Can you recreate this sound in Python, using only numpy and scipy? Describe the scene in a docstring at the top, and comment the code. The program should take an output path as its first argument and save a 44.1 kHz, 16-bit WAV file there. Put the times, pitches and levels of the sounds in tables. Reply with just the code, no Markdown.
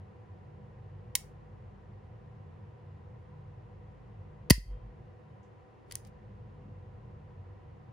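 """A steel pistol is dry-fired close to the microphone in a small room with a motor hum and rushing air throughout.
First the trigger takes up with a click. Later the sear breaks and the hammer falls with a clack, a low thud
and a deep boom, while a limiter turns the sound down for a moment. Then the hum sinks and comes back, the
linkage slides and ticks back as the trigger is let go, and the hand rubs on the grip.
Steel is short noise plus ringing tones, the thud and boom are fading sines, and the air is coloured noise."""
import sys
import numpy as np
from scipy import signal
from scipy.fft import rfft, irfft, next_fast_len
from scipy.io import wavfile
from scipy.ndimage import uniform_filter1d, minimum_filter1d

SR = 44100
rng = np.random.default_rng(int(sys.argv[2]) if len(sys.argv) > 2 else 0)


def inscribe(sig):
    """Save sig as 16-bit PCM at rate SR to the path in sys.argv[1].

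    A 1-D sig is mono; a 2-D sig holds one channel per row.
    Samples are clipped to [-1, 1] before scaling.
    """
    pcm = np.round(np.clip(np.atleast_2d(sig).T, -1, 1) * 32767)
    wavfile.write(sys.argv[1], SR, pcm.astype(np.int16))


N = 349354
TIME = np.arange(N) / SR  # seconds

# Steel hitting steel. Each row: start in seconds, overall level in dB, clatter decay time in ms,
# low and high edge of the clatter in Hz, frame ring in dB, linkage ring in dB (both before the overall level).
CONTACTS = [ (1.1525, -11, 1.33, 3600, 15500, -21.5, -4), (1.1538, -19.5, 3.6, 3553, 15500, -13, 0.5),
            (4.4995, -8, 5.5, 2380, 12000, 2, -14), (4.5040, 3, 1.5, 3800, 15000, -11, -5),
            (4.5050, -2.5, 2, 2200, 14100, 9.5, -9.5), (4.5074, -4.5, 3.5, 2200, 13000, 6.5, -9),
            (5.4300, -78.5, 34, 5500, 7500, -30, -31), (5.9108, -44, 4, 1405, 6990, 7.5, -12.5),
            (5.922, -31, 1.3, 3220, 13000, -8, -6.5), (5.9541, -20, 1.04, 6100, 14900, -25, -15.5),
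            (5.9795, -65, 2.7, 2000, 13000, 2, -10.5), (6.0495, -49.5, 1.3, 3900, 9000, -3, -13),
            (6.071, -60.5, 4.0, 5000, 15500, 1, -12)]
# Ringing tones of the frame and barrel. Each row: pitch in Hz, relative level in dB,
# time to fall by 60 dB in seconds, left minus right in dB.
FRAME_MODES = [(600, -17, .016, 0), (1005, -19, .024, -3), (1900, -10, .017, 4), (2030, -15, .024, 5),
               (2960, -16, .016, 5), (3150, -13, .016, 5), (3290, -18, .018, 4), (3160, -73, 1.0, 2),
               (4226, -21, .035, 0), (4580, -8, .016, 0), (4750, -14, .014, 0), (4940, -8, .016, 0),
               (4560, -60, .3, 2), (4990, -56, .3, 2), (5300, -39, .17, 2), (5820, -17, .018, 1),
               (7040, -17, .014, 1), (9250, -19, .02, -1), (9520, -17, .016, -1), (10110, -15, .018, -1),
               (13900, -20, .02, -1), (15000, -19, .018, -1)]
# Ringing tones of the trigger bar and sear, with the same columns as the frame.
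LINKAGE_MODES = [(1020, -22, .035, -1), (1920, -19, .045, 6), (2180, -14, .022, 6), (2650, -17, .018, 4),
                 (4060, -16, .022, 2), (4630, -14, .02, 2), (5850, -10, .018, 1), (6450, -11, .017, 1),
                 (7100, -10, .018, 1), (9020, -11, .014, 0), (9890, -8, .016, 0), (10700, -16, .014, 0),
                 (14100, -13, .01, 1)]
# The linkage slides as the trigger returns. Each row: middle in seconds, level in dB, half length in seconds.
SLIDES = [(5.945, -65, 0.045), (6.068, -69.5, 0.022)]
# Band of the sliding noise: low and high edge in Hz.
SLIDE_BAND = (1400, 4600)
# The pistol lies to the left. One row: low edge in Hz, high edge in Hz, share gained left and lost right.
LEFTWARD = (1500, 4300, .19)
# The hammer's jolt. Each row: start in seconds, level in dB, start pitch in Hz, end pitch in Hz,
# glide, rise and decay times in ms.
THUDS = [(4.5063, 9.1, 400, 56, 4.2, 1.5, 8.7), (4.5800, -19, 260, 50, 3.5, 1.8, 10.0)]
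# The hand shifts on the grip. Each row: middle in seconds, level in dB before the unevenness, half length in seconds.
RUBS = [(6.35, -70, .15), (6.68, -59, .1), (7.4, -72, .35)]
# Colour of the rubbing. Each row: frequency in Hz, relative level in dB per Hz.
GRIP_COLOUR = [(60, -20), (180, 7), (290, 0.5), (420, -8), (800, -36), (3000, -62.5)]
# Reflections of the room. Each row: frequency in Hz, level in dB, time to fall by 60 dB in seconds.
ROOM = [(301, -28.5, .2), (1008, -19, 0.073), (1988, -12.5, .26), (3200, -18, 0.2), (5000, -16, 0.23),
        (9100, -20, 0.22), (15013, -22.5, 0.22)]
# Two motors at nearly the same speed. One row: middle pitch in Hz, peak level of the stronger one in dB,
# time of a loudest moment in seconds, beats per second.
MOTORS = (48.8, -60.5, 1.45, .378)
# Higher tones of the hum. Each row: pitch in Hz, rms level in dB before the waver, spread of the waver in dB.
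HUM_OVERTONES = [(94.5, -59.5, 4), (149.8, -61, 3), (198, -75, 1), (496, -73, 2.5)]
# Colour of the rumble. Each row: frequency in Hz, relative level in dB per Hz.
RUMBLE_COLOUR = [(20, -43), (38, -22.5), (50, -19), (65, -4), (85, 3), (102, 5.5), (120, 4.5), (140, -8.5),
                 (155, -9), (175, -14.5), (198, -2), (225, -17), (300, -63.5), (2000, -100)]
# Colour of the air that both sides share. Each row: frequency in Hz, relative level in dB per Hz.
AIR_COLOUR = [(40, -24.5), (150, -6.5), (280, -4.5), (370, 1.5), (600, -5), (870, -10), (1200, -12.5),
              (2400, -22), (4000, -30.5), (7000, -39), (8400, -45), (10000, -48), (12000, -55),
              (16000, -62.5)]
# Colour of the air that is opposite left and right, with the same columns.
AIR_SIDE_COLOUR = [(40, -15), (100, -6), (240, 2.5), (320, -0.5), (750, -8), (1020, -11), (2000, -22),
                   (4000, -35), (8000, -42.5), (10000, -50.5), (16000, -63)]
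# Resonances in the air. Each row: centre in Hz, width in Hz, lift in dB.
AIR_PEAKS = [(490.8, 40, 10), (759.2, 48, 8.5), (990, 130, 8.5), (1907, 270, 5), (2780, 570, 3)]
# How alike the two microphone ports hear noise. Each row: frequency in Hz, likeness from 0 to 1.
LIKENESS = [(500, .95), (2000, .8), (5000, .65), (7500, 0), (15000, .05)]
# Colour of the microphone. Each row: centre in Hz, width in Hz, lift or cut in dB.
MICROPHONE = [(5910, 550, -1), (8300, 900, -3.5), (9900, 1300, 6), (11770, 1000, -6.5)]

BOOM_HZ, BOOM_BEAT_HZ, BOOM_DB, BOOM_T60_S = 48.1, 6.7, -23, 0.8
SAG_START_S, SAG_END_S, SAG_DB_PER_S, SAG_RETURN_S = 4.96, 5.85, 10, 0.027
RUMBLE_DB, AIR_DB, AIR_SIDE_DB = -51.5, -61, -61.5
LIMIT_DB, LOOK_AHEAD_S, HOLD_S, RELEASE_DB_PER_S = -9, 0.0075, 0.12, 129.5
CUTOFF_HZ = 15800


def action():
    """Each steel contact is a short burst of clatter that sets the frame and the linkage ringing."""
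    out = np.zeros((2, N))
    t = TIME[:SR // 3]
    attack = 1 - np.exp(-t / 0.00035)
    for start_s, level_db, decay_ms, low_hz, high_hz, frame_db, linkage_db in CONTACTS:
        fade = np.exp(-1000 * t / decay_ms)
        clatter = rms_one(band(stereo_noise(len(t)), low_hz, high_hz)) * fade
        frame = from_db(frame_db) * ringing(FRAME_MODES, t, spread_db=-1.0)
        linkage = from_db(linkage_db) * ringing(LINKAGE_MODES, t, spread_db=0.5)
        add(out, start_s, (clatter + frame + linkage) * attack * from_db(level_db))
    return out


def ringing(modes, t, spread_db):
    """Struck steel rings in many fading tones; each blow gives them new strengths and phases."""
    hz, level_db, t60_s, pan_db = np.array(modes).T[:, :, None, None]
    strength, skew = rng.standard_normal((2, len(modes), 1, 1))
    # the less alike the ports are at a pitch, the further out of step they hear it
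    angle = np.arccos(np.clip(at_hz(LIKENESS, hz), 0, 1))
    apart = angle * np.sign(skew + 1) / 2 * [[1], [-1]]
    phase = 2 * np.pi * (hz * t + rng.random((len(modes), 1, 1))) + apart
    loudness = from_db(level_db + spread_db * strength - 60 * t / t60_s)
    return np.sum(panned(pan_db) * loudness * np.sin(phase), axis=0)


def slide(catches_per_s):
    """Steel slides on steel in a stream of tiny catches at random moments."""
    catches = (rng.random(N) < catches_per_s / SR) * stereo_noise(N)
    return strokes(SLIDES) * rms_one(band(catches, *SLIDE_BAND, order=1))


def thud():
    """The blow jolts gun and hand: a swing that dies fast while its pitch drops."""
    out = np.zeros((2, N))
    t = TIME[:SR // 5]
    port_lag = np.array([[0], [.5]])  # radians, left and right
    for start_s, level_db, start_hz, end_hz, *spans_ms in THUDS:
        glide_s, rise_s, decay_s = np.array(spans_ms) / 1000
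        # turns of the swing so far: the pitch added up over time
        turns = end_hz * t + (start_hz - end_hz) * glide_s * (1 - np.exp(-t / glide_s))
        swing = np.sin(2 * np.pi * turns - port_lag)
        envelope = (1 - np.exp(-t / rise_s)) * np.exp(-t / decay_s)
        add(out, start_s, from_db(level_db) * envelope * swing)
    return out


def boom():
    """Two close, deep tones start with the hammer's jolt and beat against each other as they die."""
    t = np.maximum(TIME - THUDS[0][0], 0)  # stays at zero, so silent, until the jolt
    lower = np.sin(2 * np.pi * (BOOM_HZ - BOOM_BEAT_HZ / 2) * t)
    upper = np.sin(2 * np.pi * (BOOM_HZ + BOOM_BEAT_HZ / 2) * t)
    return from_db(BOOM_DB - 60 * t / BOOM_T60_S) * (lower - upper)


def grip():
    """Skin rubs dully and unevenly on the grip as the pistol is turned."""
    unevenness = from_db(2.2 * drift(30))
    return strokes(RUBS) * unevenness * noise(GRIP_COLOUR)


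def room(x, build_s):
    """Scattered reflections build up quickly and die at their own pace in each band."""
    t = TIME[:SR // 2]
    response = 0
    edges_hz = np.geomspace(250, 17000, 13)
    for low_hz, high_hz in zip(edges_hz, edges_hz[1:]):
        middle_hz = np.sqrt(low_hz * high_hz)
        fade = from_db(-60 * t / at_hz(ROOM, middle_hz, axis=2))
        envelope = fade * (1 - np.exp(-t / build_s))
        gain = from_db(at_hz(ROOM, middle_hz)) / np.sqrt(np.sum(envelope ** 2))
        response = response + gain * envelope * band(rng.standard_normal((2, len(t))), low_hz, high_hz)
    return signal.fftconvolve(x, response, axes=1)[:, :N]


def motors():
    """Two nearly equal low tones slowly swell and weaken together, under wavering higher tones."""
    middle_hz, level_db, swell_s, beats_per_s = MOTORS
    t = TIME - swell_s
    slower = np.sin(2 * np.pi * (middle_hz - beats_per_s / 2) * t)
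    faster = .75 * np.sin(2 * np.pi * (middle_hz + beats_per_s / 2) * t)
    hum = from_db(level_db) * (slower + faster)
    for hz, overtone_db, waver_db in HUM_OVERTONES:
        loudness = from_db(overtone_db + waver_db * drift(6.2)) * np.sqrt(2)  # rms to peak
        hum = hum + loudness * np.sin(2 * np.pi * hz * TIME + 0.27 * drift(5))
    return hum


def air():
    """Rushing air is resonant noise: one part equal on both sides, one part opposite."""
    middle = from_db(AIR_DB) * noise(AIR_COLOUR, AIR_PEAKS)
    side = from_db(AIR_SIDE_DB) * noise(AIR_SIDE_COLOUR, AIR_PEAKS[1:])
    return middle + side * [[1], [-1]]


def background():
    """Hum and rumble sink steadily once and come back almost at once, while the air stays steady."""
    sag_times = [SAG_START_S, SAG_END_S, SAG_END_S + SAG_RETURN_S]
    sag_db = SAG_DB_PER_S * np.interp(TIME, sag_times, [0, SAG_END_S - SAG_START_S, 0])
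    rumble = from_db(RUMBLE_DB) * noise(RUMBLE_COLOUR)
    return from_db(-sag_db) * (motors() + rumble) + air()


def microphone(x):
    """The microphone ports lift or cut a few treble bands, each with a peaking filter."""
    for hz, width_hz, gain_db in MICROPHONE:
        turn = -2 * np.cos(2 * np.pi * hz / SR)
        half = np.tan(np.pi * width_hz / SR)
        gain = from_db(gain_db / 2)
        above = [1 + half * gain, turn, 1 - half * gain]
        below = [1 + half / gain, turn, 1 - half / gain]
        x = signal.lfilter(above, below, x)
    return x


def limiter(x):
    """A level over the ceiling turns the gain down; it stays down for a moment, then climbs back."""
    window, hold = SR // 250, int(HOLD_S * SR)  # samples
    power = uniform_filter1d(np.mean(x ** 2, axis=0), window)
    level_db = 10 * np.log10(np.maximum(power, 1e-12))
    held_db = minimum_filter1d(np.minimum(LIMIT_DB - level_db, 0), hold, origin=(hold - 1) // 2)
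    # the gain may drop freely but climbs no faster than the release
    climb_db = RELEASE_DB_PER_S * TIME
    gain_db = np.minimum.accumulate(held_db - climb_db) + climb_db
    smooth_db = uniform_filter1d(gain_db, window)
    return x * from_db(np.interp(TIME + LOOK_AHEAD_S, TIME, smooth_db))


def from_db(db):
    """Turn decibels into gain."""
    return 10 ** (np.asarray(db) / 20)


def rms_one(x):
    """Scale a sound to an rms of 1."""
    return x / np.sqrt(np.mean(x ** 2) + 1e-20)


def panned(pan_db):
    """Left and right gains for a level difference."""
    return from_db(pan_db * np.array([[.5], [-.5]]))


def at_hz(points, hz, axis=1):
    """Read a table column at any frequency, with straight lines on a log-frequency axis."""
    table = np.array(points)
    return np.interp(np.log(np.maximum(hz, 1)), np.log(table[:, 0]), table[:, axis])


def band(x, low_hz, high_hz, order=2):
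    """Keep only the sound between two frequencies."""
    high_hz = min(high_hz, .48 * SR)
    low_hz = min(low_hz, .9 * high_hz)
    return signal.sosfilt(signal.butter(order, [low_hz, high_hz], "band", fs=SR, output="sos"), x)


def noise(spectrum, peaks=()):
    """Steady noise of a given colour, with resonances on top and an rms of 1."""
    size = next_fast_len(N)
    white = rfft(rng.standard_normal(size))
    hz = np.arange(len(white)) * SR / size
    colour_db = at_hz(spectrum, hz)
    for centre_hz, width_hz, lift_db in peaks:
        colour_db = colour_db + lift_db / (1 + (2 * (hz - centre_hz) / width_hz) ** 2)
    return rms_one(irfft(white * from_db(colour_db), size)[:N])


def stereo_noise(size):
    """White noise at two microphone ports: alike in the bass, nearly unrelated in the high treble."""
    mid, side = rfft(rng.standard_normal((2, size)))
    hz = np.arange(len(mid)) * SR / size
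    alike = np.clip(at_hz(LIKENESS, hz), 0, 1)
    return irfft(np.sqrt(1 + alike) * mid + np.sqrt(1 - alike) * side * [[1], [-1]], size)


def drift(rate):
    """Slow random wander with an rms of 1, through a given number of random points per second."""
    knots = rng.standard_normal(400)
    return rms_one(np.interp(TIME * rate, np.arange(len(knots)), knots))


def strokes(rows):
    """Gain of a series of strokes: each swells and fades in a bell shape."""
    return sum(from_db(level_db) * np.exp(-((TIME - middle_s) / half_s) ** 2)
               for middle_s, level_db, half_s in rows)


def add(out, start_s, sound):
    """Mix a sound in from its start time."""
    start = int(round(start_s * SR))
    out[..., start:start + sound.shape[-1]] += sound[..., :N - start]


def scene():
    """The pistol close up and a little to the left, its reflections and the humming room."""
    steel = action() + slide(catches_per_s=2900)
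    steel = steel + room(steel, build_s=.005)
    low_hz, high_hz, share = LEFTWARD
    steel = steel + share * band(steel, low_hz, high_hz) * [[1], [-1]]
    return steel + thud() + boom() + grip() + background()


def record(dry):
    """The microphone colours the treble, the limiter ducks the blow, peaks are rounded and the top is cut."""
    limited = limiter(microphone(dry))
    rounded = 1.3 * np.tanh(limited / 1.3)
    return signal.sosfilt(signal.ellip(10, .1, 80, CUTOFF_HZ, fs=SR, output="sos"), rounded)


dry = scene()
out = record(dry)
inscribe(out)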